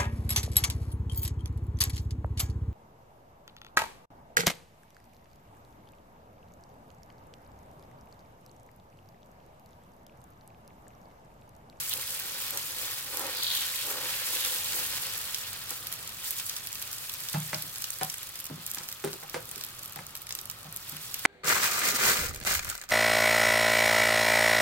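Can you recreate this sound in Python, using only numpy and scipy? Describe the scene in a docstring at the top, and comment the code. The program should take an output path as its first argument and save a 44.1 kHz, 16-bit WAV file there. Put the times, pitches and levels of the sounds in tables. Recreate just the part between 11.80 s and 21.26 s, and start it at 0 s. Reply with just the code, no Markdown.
"""Batter fries on a hot oiled griddle, close to the microphone in a small kitchen, as a steel ladle spreads it.
Steam bursts through the oil: clicks and chirps make a dense fizz, and clustered clicks make short spurts.
The spurts stand out as the batter sets and the fizz dies down; sharp spits of oil are noise bursts.
The ladle smears (filtered clicks) and traps rasping steam (swept noise), then is taken away.
Then things are knocked and put down on the counter (decaying modes), over the kitchen's low rush of noise."""
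import sys
import numpy as np
from scipy import signal
from scipy.fft import rfft, irfft
from scipy.io import wavfile
from scipy.ndimage import uniform_filter1d

SR = 44100
rng = np.random.default_rng(int(sys.argv[2]) if len(sys.argv) > 2 else 0)


def transcribe(signal):
    """Save signal, clipped to [-1, 1], as a 16-bit WAV file at the path in sys.argv[1]."""
    frames = np.atleast_2d(signal).T
    limited = np.clip(frames, -1, 1)
    pcm = np.round(limited * 32767).astype(np.int16)
    wavfile.write(sys.argv[1], SR, pcm)


N = 417178  # samples
TIME = np.arange(N) / SR  # seconds

# Steam flow out of the batter; only its rise or fall from STEADY_STEAM_DB is used.
# Each row: time in seconds, flow as a level in dB.
STEAM_FLOW = [(0, -38), (.12, -37), (.3, -39), (.8, -39.5), (.95, -41), (1.02, -36.5), (1.21, -41),
              (1.5, -40), (1.76, -35.5), (2.2, -38), (2.62, -34.5), (3.25, -38), (3.7, -42), (3.83, -43.5),
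              (3.91, -42.5), (4.02, -43.5), (4.36, -46.5), (4.45, -39), (4.7, -40.5), (4.8, -44.5),
              (5.5, -42.5), (6.45, -45.5), (6.72, -52), (6.9, -46.5), (7.15, -49), (7.33, -48), (7.42, -52),
              (7.8, -48), (7.95, -49.5), (8.3, -53), (8.88, -52.5), (9.1, -47), (9.42, -43.5)]
# Gain of the wet boiling at steady steam. Each row: time in seconds, gain in dB.
BOILING_GAIN = [(0, -48.5), (1.4, -44.5), (1.55, -44.5), (1.8, -45.5), (2.1, -44.5), (3.3, -44.5),
                (4.35, -47), (4.5, -48.5), (5.3, -48), (6.3, -48), (9.42, -46.5)]
# Tone of each frying layer, as filters. Each row: frequency in Hz, relative gain in dB.
FIZZ_TONE = [(1500, -22), (3500, -8), (5000, -4), (6200, -5), (7500, -1.5), (10000, -3), (12800, 0),
             (14500, -1.7), (16000, -1.7)]
BOIL_TONE = [(200, -26.5), (400, -18.5), (510, -4.5), (660, -15.5), (950, -4), (1290, -4), (1500, 0),
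             (2200, 0), (3300, 2.5), (4500, 2.5), (6500, -7), (12000, -40)]
SPURT_TONE = [(400, -27), (1200, -18.5), (3300, -8.5), (6000, -6), (7500, -2.5), (10000, -3.3),
              (12800, -.5), (16000, -3)]
SNAP_TONE = [(1500, -28), (4000, -16), (6000, -9), (7500, -5.5), (10000, -7.5), (12800, -1), (16000, -7)]
SPLUTTER_TONE = [(250, -38), (700, -15), (1400, -7), (3500, 2.5), (5500, 4.5), (9000, -4), (16000, -42)]
# Bands in which a spurt is stronger or weaker. Each row: lower edge in Hz, upper edge in Hz.
PATCHY_BANDS = [(900, 2200), (2200, 4400), (4400, 7500), (7500, 11000), (11000, 17000)]
# Loudest spits of oil, before SPIT_GAIN_DB. Each row: time in seconds, snap energy as a level over 1 ms in dB,
# snap length in seconds (SPIT_CORE scales its decay), wet splutter relative to the snap in dB.
OIL_SPITS = [(0.096, -26, 0.00076, -17.0), (0.1371, -22.5, 0.00068, -15.0), (0.214, -31, 0.00044, -13.0),
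             (0.306, -29, 0.00079, -13.0), (0.613, -38, 0.00036, -18.5), (0.7073, -25, 0.00175, -18.0),
             (0.774, -24.5, 0.0012, -3.5), (0.908, -32, 0.00016, -8.0), (1.1398, -34, 0.00039, -6.5),
             (1.372, -25, 0.001, -9), (1.395, -25.5, 0.0018, -22.0), (1.4673, -31, 0.00052, -4),
             (1.634, -22.5, 0.00096, -8), (1.752, -24.5, 0.00062, -12), (1.9591, -27, 0.00037, -8.0),
             (2.114, -27, 0.00082, -22.0), (2.552, -25, 0.00058, -22), (2.649, -24, 0.00037, -2),
             (3.3787, -29, 0.00067, -13.0), (3.442, -32, 0.00021, -22.0), (3.546, -26.5, 0.00063, 3),
             (3.5746, -38, 0.0003, -10.0), (3.731, -31, 0.00071, -10.0), (3.8401, -37, 0.00051, -22.0),
             (3.894, -31, 0.00067, -8.0), (3.907, -25.5, 0.0016, -11), (3.978, -36, 0.00053, -12.0),
             (4.07, -28, 0.00056, -5), (4.126, -25.5, 0.0015, -7), (4.139, -30, 0.00116, -12.0),
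             (4.2764, -32, 0.00091, -4), (4.293, -35, 0.0012, -4), (4.508, -21, 0.00041, -24),
             (4.5132, -30, 0.00028, -17.0), (4.599, -31, 0.00088, 1), (4.696, -27, 0.00037, -1),
             (4.766, -28, 0.0016, -1), (4.872, -27.5, 0.00056, -7.0), (4.929, -27.5, 0.00065, -15),
             (4.955, -33.5, 0.00035, 1.5), (5.018, -32, 0.00098, -4), (5.0245, -28.0, 0.00096, -4.0),
             (5.0764, -35, 0.00038, -4), (5.115, -32.5, 0.00036, -22.0), (5.13, -29.5, 0.0011, -5),
             (5.183, -34, 0.00087, -3), (5.2954, -28.5, 0.00085, -2.5), (5.32, -39, 0.00146, -16.0),
             (5.339, -27, 0.00063, -13), (5.405, -32, 0.00059, -10.0), (5.436, -37, 0.00017, 0),
             (5.4871, -28.5, 0.00082, -0.5), (5.531, -28.5, 0.001, -2), (5.584, -33, 0.00056, -11),
             (5.603, -31, 0.00051, -20), (5.6776, -33, 0.00087, -21.0), (5.745, -31.5, 0.00073, 7),
             (5.784, -32.0, 0.00052, -22.0), (5.8231, -26, 0.0012, -10), (5.959, -31, 0.00033, -4.0),
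             (5.983, -31.5, 0.00032, -20.0), (6.0214, -28.5, 0.00067, -3.5), (6.0422, -23, 0.0011, -5.0),
             (6.0532, -38, 0.00049, -10.0), (6.105, -23, 0.0011, -22), (6.12, -38, 0.00045, -11),
             (6.14, -34, 0.00047, -12), (6.187, -32.5, 0.00031, -22.0), (6.233, -21.5, 0.0005, -10),
             (6.2475, -29, 0.00038, -6), (6.2996, -28.5, 0.00051, -0.5), (6.328, -33, 0.00015, -17.0),
             (6.3415, -30, 0.00022, -2), (6.383, -32, 0.00084, -19.0), (6.431, -30.5, 0.00068, -9),
             (6.557, -33.5, 0.00177, -3), (6.591, -32, 0.001, -15.0), (6.602, -30, 0.00065, -12.0),
             (6.607, -33.0, 0.0011, -19.0), (6.6426, -31, 0.00012, -20.0), (6.655, -31, 0.00038, -8),
             (6.667, -31.5, 0.00198, -6), (6.865, -26.0, 0.00034, -9), (6.877, -33.0, 0.00057, -15.0),
             (6.9034, -33, 0.00021, -13), (6.915, -26, 0.00057, -12), (6.9374, -32, 0.00078, -24),
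             (6.9476, -25.5, 0.00032, -13), (6.957, -32.0, 0.0011, -22.0), (6.9843, -32.5, 0.00051, 1.5),
             (7.0336, -36.5, 0.00027, 0), (7.088, -30, 0.00048, -2), (7.0988, -37, 0.00035, -7),
             (7.1159, -35, 0.00104, -3), (7.1263, -31, 0.00051, -4), (7.247, -28.5, 0.00053, -13),
             (7.3175, -35, 0.00059, -22.0), (7.331, -36.5, 0.00089, 4), (7.3393, -36, 0.00086, -9.0),
             (7.435, -38, 0.00021, -17.0), (7.497, -33, 0.00032, -7), (7.6551, -34.5, 0.0008, -17.0),
             (7.6917, -36, 0.00093, -10.0), (7.714, -30, 0.00041, -6), (7.759, -33, 0.00051, -2),
             (7.78, -34, 0.00023, -6), (7.811, -34, 0.00029, 1.5), (7.838, -29, 0.00075, -5),
             (7.849, -31, 0.00048, -14), (7.8651, -35, 0.00077, -14), (7.993, -34.5, 0.00046, -14),
             (8.029, -35, 0.00078, -13.0), (8.033, -34, 0.0005, -9), (8.059, -32, 0.00074, -15),
             (8.124, -38, 0.00047, -22.0), (8.16, -32, 0.00086, -10), (8.267, -33.5, 0.00029, -15),
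             (8.3533, -30, 0.0021, -4), (8.3658, -36, 0.00041, -7), (8.374, -34, 0.00133, -13.0),
             (8.469, -35.5, 0.00056, -1), (8.492, -34, 0.0018, -2), (8.5076, -31, 0.0012, 1.5),
             (8.525, -28, 0.0002, -7), (8.5517, -26.5, 0.00071, -8), (8.589, -31.0, 0.00049, -1),
             (8.6144, -33, 0.00105, -18.0), (8.656, -31, 0.00074, -13), (8.6995, -26.5, 0.00056, -6),
             (8.713, -31, 0.0004, -15.0), (8.926, -33.5, 0.00072, -16.0), (8.963, -26.0, 0.00025, -21),
             (8.9715, -31, 0.00036, -12.0), (9.0489, -41, 0.0006, -22.0), (9.096, -30, 0.00112, -15.0),
             (9.1678, -33, 0.0013, -5), (9.343, -23.5, 0.00082, -7), (9.3928, -32, 0.00041, -7)]
# Ladle strokes through the batter. Each row: middle in seconds, length in seconds, level in dB.
LADLE_STROKES = [(0.186, 0.11, -52.5), (0.47, 0.26, -60), (0.76, 0.066, -45.5), (1.054, 0.049, -49.5),
                 (1.423, 0.18, -44.5), (1.587, 0.06, -48.5), (1.8, 3.7, -56), (2.118, 0.13, -45),
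                 (2.208, 0.11, -46), (2.54, 0.69, -56), (3.003, 0.11, -47.5), (3.919, 0.038, -51)]
# Tone of the ladle's smear, as a filter. Each row: frequency in Hz, relative gain in dB.
SMEAR_TONE = [(150, -30.5), (270, 1.5), (420, -1.5), (510, 9), (640, -1.5), (900, 2.5), (1250, 1),
              (2000, -4), (4000, -38)]
# Steam trapped under the bowl. Each row: start in seconds, attack in seconds, time from start to release in
# seconds, release time constant in seconds, starting resonance in Hz, sag in octaves per second,
# level in dB before the rasp.
TRAPPED_STEAM = [(0.106, 0.0092, 0.024, 0.014, 3460, .4, -37.5),
                 (1.545, .015, 0.29, 0.03, 4350, 1.1, -35.5), (1.95, .01, 0.076, 0.043, 3750, 0.38, -42.5),
                 (2.282, .01, 0.14, 0.081, 2350, .4, -45), (2.536, .02, 0.06, 0.26, 3426, .4, -39.5)]
# Blows on the counter. Each row: time in seconds, clack peak in dB, body pitch in Hz, tilt of the body's modes
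# in dB per octave (higher is harder), then gains in dB of the body, the steel ring and the counter's thump.
COUNTER_KNOCKS = [(5.5408, -22, 665, 5, -35, -49, -34), (5.5472, -21, 819, 1, -31, -50, -25.5),
                  (5.7314, -18.5, 617, 6, -33.5, -36.5, -36), (5.838, -48, 280, 2, -50, -66, -46),
                  (6.2123, -18, 759, 0, -22.5, -50, -37), (6.6988, -32, 266.5, 7.5, -36.5, -67, -54),
                  (6.712, -44, 215, -7, -39, -68, -35), (6.768, -41, 239, 3, -45, -66, -43),
                  (6.9734, -21.5, 910, 3, -47, -55, -50), (7.005, -33, 521, 3, -48, -53, -58),
                  (7.2409, -18, 396.4, -6, -20.5, -53, -35.5), (7.2747, -25, 423, -1, -44, -60, -62),
                  (7.3302, -30, 388, -1, -35, -67, -60), (7.429, -30, 804, -5, -38.5, -55, -53),
                  (7.5439, -16, 493, 1.5, -25, -40.5, -42.5), (7.762, -52, 411, -14, -42.5, -68, -56),
                  (8.1616, -28.5, 800, 0, -39, -58, -43), (8.19, -28, 520, 0, -45, -45, -48),
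                  (8.8532, -47, 773, -10, -47, -68, -42), (9.1232, -32, 279, 6, -48, -65, -42),
                  (9.4525, -0.5, 815, 3, -19, -19, -31)]
# Tone of the contact clack, as a filter. Each row: frequency in Hz, relative gain in dB.
CLACK_TONE = [(40, -47), (120, -21), (300, 1), (550, -17), (820, 6), (1100, 0.5), (1500, 3.5), (2100, -1),
              (3000, -4), (5000, -7.5), (10000, -10), (16000, -52)]
# Modes of a thing put down. Each row: multiple of its pitch, level in dB, t60 in seconds.
VESSEL_MODES = [(.6, -10, .07), (.75, -10.5, .07), (.93, -7, .08), (1, 0, .125), (1.09, -9, .14),
                (1.36, -9, .11), (1.62, -15, .14), (1.95, -18, .14), (2.3, -17, .12), (2.8, -21, .11),
                (3.2, -19, .13), (3.9, -24, .1)]
# Modes of the steel ladle and cup. Each row: frequency in Hz, level in dB, t60 in seconds.
STEEL_MODES = [(1104, -9, 0.18), (1320, -14, 0.042), (1670, -25, 0.039), (1660, -18, 0.057),
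               (1740, -1, 0.033), (2087, -3.5, 0.087), (2023, 5.5, 0.032), (2280, 1.5, 0.037),
               (2560, -15, 0.11)]
# Modes of the counter, all sounded at 0.98 of the listed pitch.
# Each row: nominal frequency in Hz, level in dB, t60 in seconds.
COUNTER_MODES = [(122, -17, 0.83), (156.3, 2, 0.28), (182, -3, 0.24), (215, -8, 0.17), (276, -9, .09)]
# Tone of the burner and room, as a filter. Each row: frequency in Hz, relative gain in dB.
KITCHEN_TONE = [(25, -7.5), (60, -3.5), (110, 3), (160, -3), (230, -9.5), (400, -10.5), (510, -9.5),
                (700, -10), (1000, -10), (1280, -3.5), (1600, -15), (4000, -24.5), (16000, -53)]

# layer levels in dB at steady steam, before the room; a slope is the dB gained per dB more steam
STEADY_STEAM_DB = -44
FIZZ_DB, FIZZ_SLOPE = -42.5, 1.21
CRACKLE_DB, CRACKLE_SLOPE = -49, .95
SPURT_DB, SPURT_SLOPE = -47.5, 0.59
BOIL_SLOPE = 0.77
FLURRY_DB = 1.4  # slow swell and ebb of the fizz and boil
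SPURT_LENGTH_S = .0009  # typical scale of a venting steam pocket
SPURT_RANGE_DB, SPURT_RARITY = 7.5, 2.2  # higher rarity: fewer loud spurts
SPIT_GAIN_DB = 3.5
SPIT_CORE, SPIT_TAIL_DB, SPIT_TAIL_S, SPLUTTER_S = .68, -19, .003, 0.0034
RATTLE_DB, RATTLE_T60_S = -27, 0.2  # chatter after a contact, relative to its first click
CHATTER_DEPTH, CHATTER_HZ = .5, 130
EAR_LAG_S = .00036
THUMP_ATTACK_S = 0.0059
KITCHEN_DB = -53
TOP_HZ = 16100


def frying(count=900):
    """Fizz, cracks and boiling fade with the steam; spurts fade less, and spits keep their own levels."""
    steam_db = curve(STEAM_FLOW) - STEADY_STEAM_DB
    fine = fizz(count=140000, spread_db=-1.0, flutter_db=1.0, flurry_db=FLURRY_DB)
    fine = unit(colour(fine, FIZZ_TONE)) * undb(FIZZ_DB + FIZZ_SLOPE * steam_db)
    boil = fizz(count=60000, spread_db=2.5, flutter_db=0.0, flurry_db=FLURRY_DB)
    wet = unit(colour(boil, BOIL_TONE)) + undb(-7.0) * bubbles(count=2200, spread_db=14, cycles=43.0)
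    wet = wet * undb(curve(BOILING_GAIN) + BOIL_SLOPE * steam_db)
    # steam pockets vent at loosely spaced moments, most of them small
    times = (np.arange(count) + 7 * rng.random(count)) / count % 1 * N / SR
    sizes = undb(SPURT_RANGE_DB * rng.random(count) ** SPURT_RARITY)
    vents = unit(spurts(times, sizes, SPURT_LENGTH_S, scatter=.6, patchy_db=4.5))
    vents = vents * undb(SPURT_DB + SPURT_SLOPE * steam_db)
    cracks = crackle() * undb(CRACKLE_DB + CRACKLE_SLOPE * steam_db)
    return sum(room(layer, wet_db=-10, t60=.2) for layer in (fine, cracks, wet, vents, spits()))


def fizz(count, spread_db, flutter_db, flurry_db):
    """Countless tiny bubbles click all over the pan, with a quick flutter and slower flurries."""
    when, luck = rng.random((2, count))
    sign, place = rng.standard_normal((2, count))
    size = np.sign(sign) * undb(-spread_db * np.log(np.maximum(luck, np.exp(-6))))
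    level_db = flutter_db * walk(260) + flurry_db * walk(50)
    return pops(when * N / SR, size, place) * undb(level_db)


def crackle(count=7000):
    """Single small bubbles crack in the oil, each for two or three cycles at its own pitch; a few stand out."""
    out, t = np.zeros((2, N)), np.arange(SR // 200) / SR
    for when, size, luck, place in rng.random((count, 4)):
        hz = 1500 + 13500 * size ** 1.3
        gain = max(luck, .02) ** -.45 * hz ** .7
        grain = np.sin(2 * np.pi * hz * t) * np.exp(-hz * t / 2.5) * gain
        add(out, when * N / SR, np.array([grain, np.roll(grain, int(9 * place))]))
    return unit(signal.sosfilt(signal.butter(2, 1500, "high", fs=SR, output="sos"), out))


def bubbles(count, spread_db, cycles):
    """Small bubbles in the wet batter, each a decaying chirp that rises from its own pitch."""
    out, t = np.zeros((2, N)), np.arange(SR // 80) / SR
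    for when, size, loud, place in rng.random((count, 4)):
        hz = 2200 * 2 ** (2.32 * size)
        chirp = np.sin(2 * np.pi * hz * t * (1 + 12 * t))
        chirp = chirp * np.exp(-hz * t / cycles) * undb(spread_db * loud)
        add(out, when * N / SR, np.array([chirp, np.roll(chirp, int(8 * place))]))
    return unit(out)


def spurts(times, sizes, length, scatter, patchy_db, count=24):
    """Steam pockets vent as clusters of clicks, each with its own length, place and strong bands."""
    chance = rng.standard_normal((len(times), 2))
    lengths, out = length * np.exp(scatter * chance[:, :1]), 0
    for band in PATCHY_BANDS:
        spread = rng.laplace(size=(len(times), count))
        size = rng.uniform(-0.55, 1, spread.shape) * np.exp(-.5 * np.abs(spread)) * np.sqrt(lengths)
        size = size * sizes[:, None] * undb(patchy_db * rng.uniform(-0.79, 1, (len(times), 1)))
        place = .7 * chance[:, 1:] + .5 * rng.standard_normal(spread.shape)
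        clicks = pops((times[:, None] + lengths * spread).ravel(), size.ravel(), place.ravel())
        out = out + signal.sosfilt(signal.butter(2, band, "band", fs=SR, output="sos"), clicks)
    return colour(out, SPURT_TONE)


def spits():
    """A droplet bursts in the oil: a bright snap with a hard front and a faint tail, and a wet splutter."""
    snaps, splutters, t = np.zeros((2, N)), np.zeros((2, N)), np.arange(SR // 40) / SR
    lead, rise = .002, .00012  # seconds
    after = np.maximum(t - lead, 0)
    front = np.exp(np.minimum(t - lead, 0) / rise)
    one_ms_scale = np.sqrt(SR / 1000 / len(t))
    for s, db, length, wet_db in OIL_SPITS:
        rebound, film = rng.random(2)
        noise = rng.standard_normal((3, len(t)))
        # the film's rebound, a few samples late, colours each spit differently
        noise = noise + .7 * (2 * rebound - 1) * np.roll(noise, 2 + int(5 * film), axis=1)
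        ears = np.array([.9 * noise[0], 1.1 * np.roll(noise[0], 4)]) + .5 * noise[1:]
        core = np.exp(-after / (2 * SPIT_CORE * length))
        tail = undb(SPIT_TAIL_DB) * np.exp(-after / SPIT_TAIL_S)
        snap = colour(ears * front * (core + tail), SNAP_TONE)
        # the same noise reversed in time feeds the splutter
        splutter = colour(ears[:, ::-1] * front * np.exp(-after / SPLUTTER_S), SPLUTTER_TONE)
        start = s - lead - length / 2
        add(snaps, start, unit(snap) * one_ms_scale * undb(db + SPIT_GAIN_DB))
        add(splutters, start, unit(splutter) * one_ms_scale * undb(db + wet_db + SPIT_GAIN_DB))
    return snaps + splutters


def pops(s, size, place):
    """Bursting bubbles as clicks; the place on the pan sets the lag and balance between the ears."""
    out = np.zeros((2, N))
    lag = np.round(3.8 - 2.1 * place)  # samples by which the right ear hears it later
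    for ear, at, gain in ((0, s * SR, undb(-1.5 * place)), (1, s * SR + lag, undb(0.77 * place))):
        out[ear] = np.bincount(at.astype(int) % N, size * gain, N)
    return out


def ladle():
    """The bowl drags in tiny catches and slips; each stroke comes on quickly, holds and lifts off."""
    pressure = sum(undb(db) * np.exp(-(2 * (TIME - s) / length) ** 4) for s, length, db in LADLE_STROKES)
    slips = fizz(count=9000, spread_db=1.5, flutter_db=2.6, flurry_db=1.8)
    return unit(room(colour(slips, SMEAR_TONE), wet_db=-4.5, t60=0.12)) * pressure


def trapped_steam(half_width_hz, rasp_db):
    """Steam caught beneath the bowl rasps in the gap: it swells, holds, and sinks in pitch as the gap opens."""
    noise = rng.standard_normal((2, N)) + 1j * rng.standard_normal((2, N))
    gap = signal.sosfilt(signal.butter(4, half_width_hz, fs=SR, output="sos"), noise)
    out = np.zeros((2, N))
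    for s, attack, hold, release, hz, sag, db in TRAPPED_STEAM:
        age = np.maximum(TIME - s, 0)
        flow = np.sqrt(np.minimum(age / attack, 1)) * np.exp(-np.maximum(age - hold, 0) / release)
        # turning the low noise moves it up to the sagging resonance
        turn = np.exp(2j * np.pi * np.cumsum(hz * 2 ** (-sag * age)) / SR)
        out += unit((gap * turn).real) * flow * undb(db)
    return out * undb(rasp_db * walk(350))


def knocks():
    """Each blow: a contact clack with a short chatter, the thing's body, a steel ring and the counter's thump."""
    blows, thumps, t = np.zeros((2, N)), np.zeros((2, N)), np.arange(SR // 2) / SR
    settle = undb(RATTLE_DB - 60 * t / RATTLE_T60_S)
    for s, clack_db, hz, tilt_db, body_db, steel_db, thump_db in COUNTER_KNOCKS:
        noise = rng.standard_normal((3, len(t)))
        clack = colour((t == 0) + settle * (noise[0] + noise[1:]), CLACK_TONE)
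        add(blows, s, clack / np.abs(clack).max() * undb(clack_db))
        # a harder contact favours the upper modes; the body is weak below its lowest
        modes = [(f, db + tilt_db * np.log2(f), t60) for f, db, t60 in VESSEL_MODES]
        body = ring(modes, hz, t) * chatter(t) * (1 - np.exp(-t * hz)) * undb(body_db)
        body = signal.sosfilt(signal.butter(2, hz / 3, "high", fs=SR, output="sos"), body)
        # the body reaches the left ear first
        add(blows, s, np.array([[1], [0]]) * body)
        add(blows, s + EAR_LAG_S, np.array([[0], [.85]]) * body)
        add(blows, s, ring(STEEL_MODES, 1.0, t) * undb(steel_db))
        # the heavy counter takes a moment to get moving
        thump = ring(COUNTER_MODES, 0.98, t) * (1 - np.exp(-t / THUMP_ATTACK_S))
        add(thumps, s, thump * undb(thump_db))
    return room(blows, wet_db=-10, t60=.3) + thumps


def ring(modes, pitch, t):
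    """Decaying modes, all set swinging at once by a blow."""
    return sum(undb(db - 60 * t / t60) * np.sin(2 * np.pi * f * pitch * t) for f, db, t60 in modes)


def chatter(t):
    """A thing that has not settled yet: its ringing wavers quickly in strength."""
    wobble = signal.sosfilt(signal.butter(2, CHATTER_HZ, fs=SR, output="sos"), rng.standard_normal(len(t)))
    return 1 + CHATTER_DEPTH * unit(wobble)


def kitchen():
    """The low rush of the burner and the room: filtered noise that wavers slightly in level."""
    return unit(colour(air(apart_hz=880), KITCHEN_TONE)) * undb(KITCHEN_DB + walk(2.8))


def air(apart_hz):
    """Stereo noise, alike in both ears in the bass and unrelated above apart_hz."""
    mid, side = rng.standard_normal((2, N))
    side = signal.sosfilt(signal.butter(1, apart_hz, "high", fs=SR, output="sos"), side)
    return np.array([mid + side, mid - side])


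def room(x, wet_db, t60):
    """The direct sound and a dense tail from hob, tiles and walls."""
    t = np.arange(SR // 2) / SR
    tail = rng.standard_normal((2, len(t))) * undb(-60 * t / t60) * (t > .001)
    tail /= np.sqrt(np.sum(tail ** 2, axis=1, keepdims=True))
    return x + undb(wet_db) * signal.oaconvolve(x, tail, axes=1)[:, :N]


def colour(x, points):
    """Causal minimum-phase filter through (Hz, dB) points."""
    size = 2048
    hz, db = np.transpose(points)
    log_gain = np.log(undb(np.interp(np.log(rfft_hz(size) + 1), np.log(hz), db)))
    # folding the cepstrum forward in time makes the filter causal
    fold = np.r_[1, np.full(size // 2 - 1, 2), 1, np.zeros(size // 2 - 1)]
    response = irfft(np.exp(rfft(irfft(log_gain) * fold)))
    return signal.oaconvolve(x, response[None], axes=1)[:, :x.shape[1]]


def rfft_hz(size):
    """Frequencies of a spectrum's bins."""
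    return np.arange(size // 2 + 1) * SR / size


def walk(rate):
    """Random levels held 1 / rate s and smoothed twice; spread near 1."""
    hold = int(SR / rate)
    steps = np.repeat(rng.standard_normal(N // hold + 1), hold)
    return 1.5 * uniform_filter1d(uniform_filter1d(steps, hold), hold)[:N]


def curve(rows):
    """Join (s, value) rows by straight lines."""
    return np.interp(TIME, *np.transpose(rows))


def undb(db):
    """Decibels to gain."""
    return 10 ** (np.asarray(db) / 20)


def unit(x):
    """Scale to rms 1."""
    return x / np.sqrt(np.mean(x ** 2))


def add(out, s, sound):
    """Mix a sound in at time s."""
    i = int(np.clip(s * SR, 0, N - 1))
    out[:, i:i + sound.shape[-1]] += sound[..., :N - i]


def scene():
    """Pan, counter and room, all a little louder in the right ear."""
    pan = frying() + ladle() + trapped_steam(half_width_hz=720, rasp_db=3.2)
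    return (pan + knocks() + kitchen()) * undb(np.array([[-.3], [.3]]))


def record(dry):
    """The microphone chain softly rounds the loudest peaks and cuts the treble above TOP_HZ."""
    ceiling = .9
    rounded = ceiling * np.tanh(dry / ceiling)
    return signal.sosfilt(signal.ellip(10, .2, 70, TOP_HZ, fs=SR, output="sos"), rounded)


dry = scene()
out = record(dry)
transcribe(out)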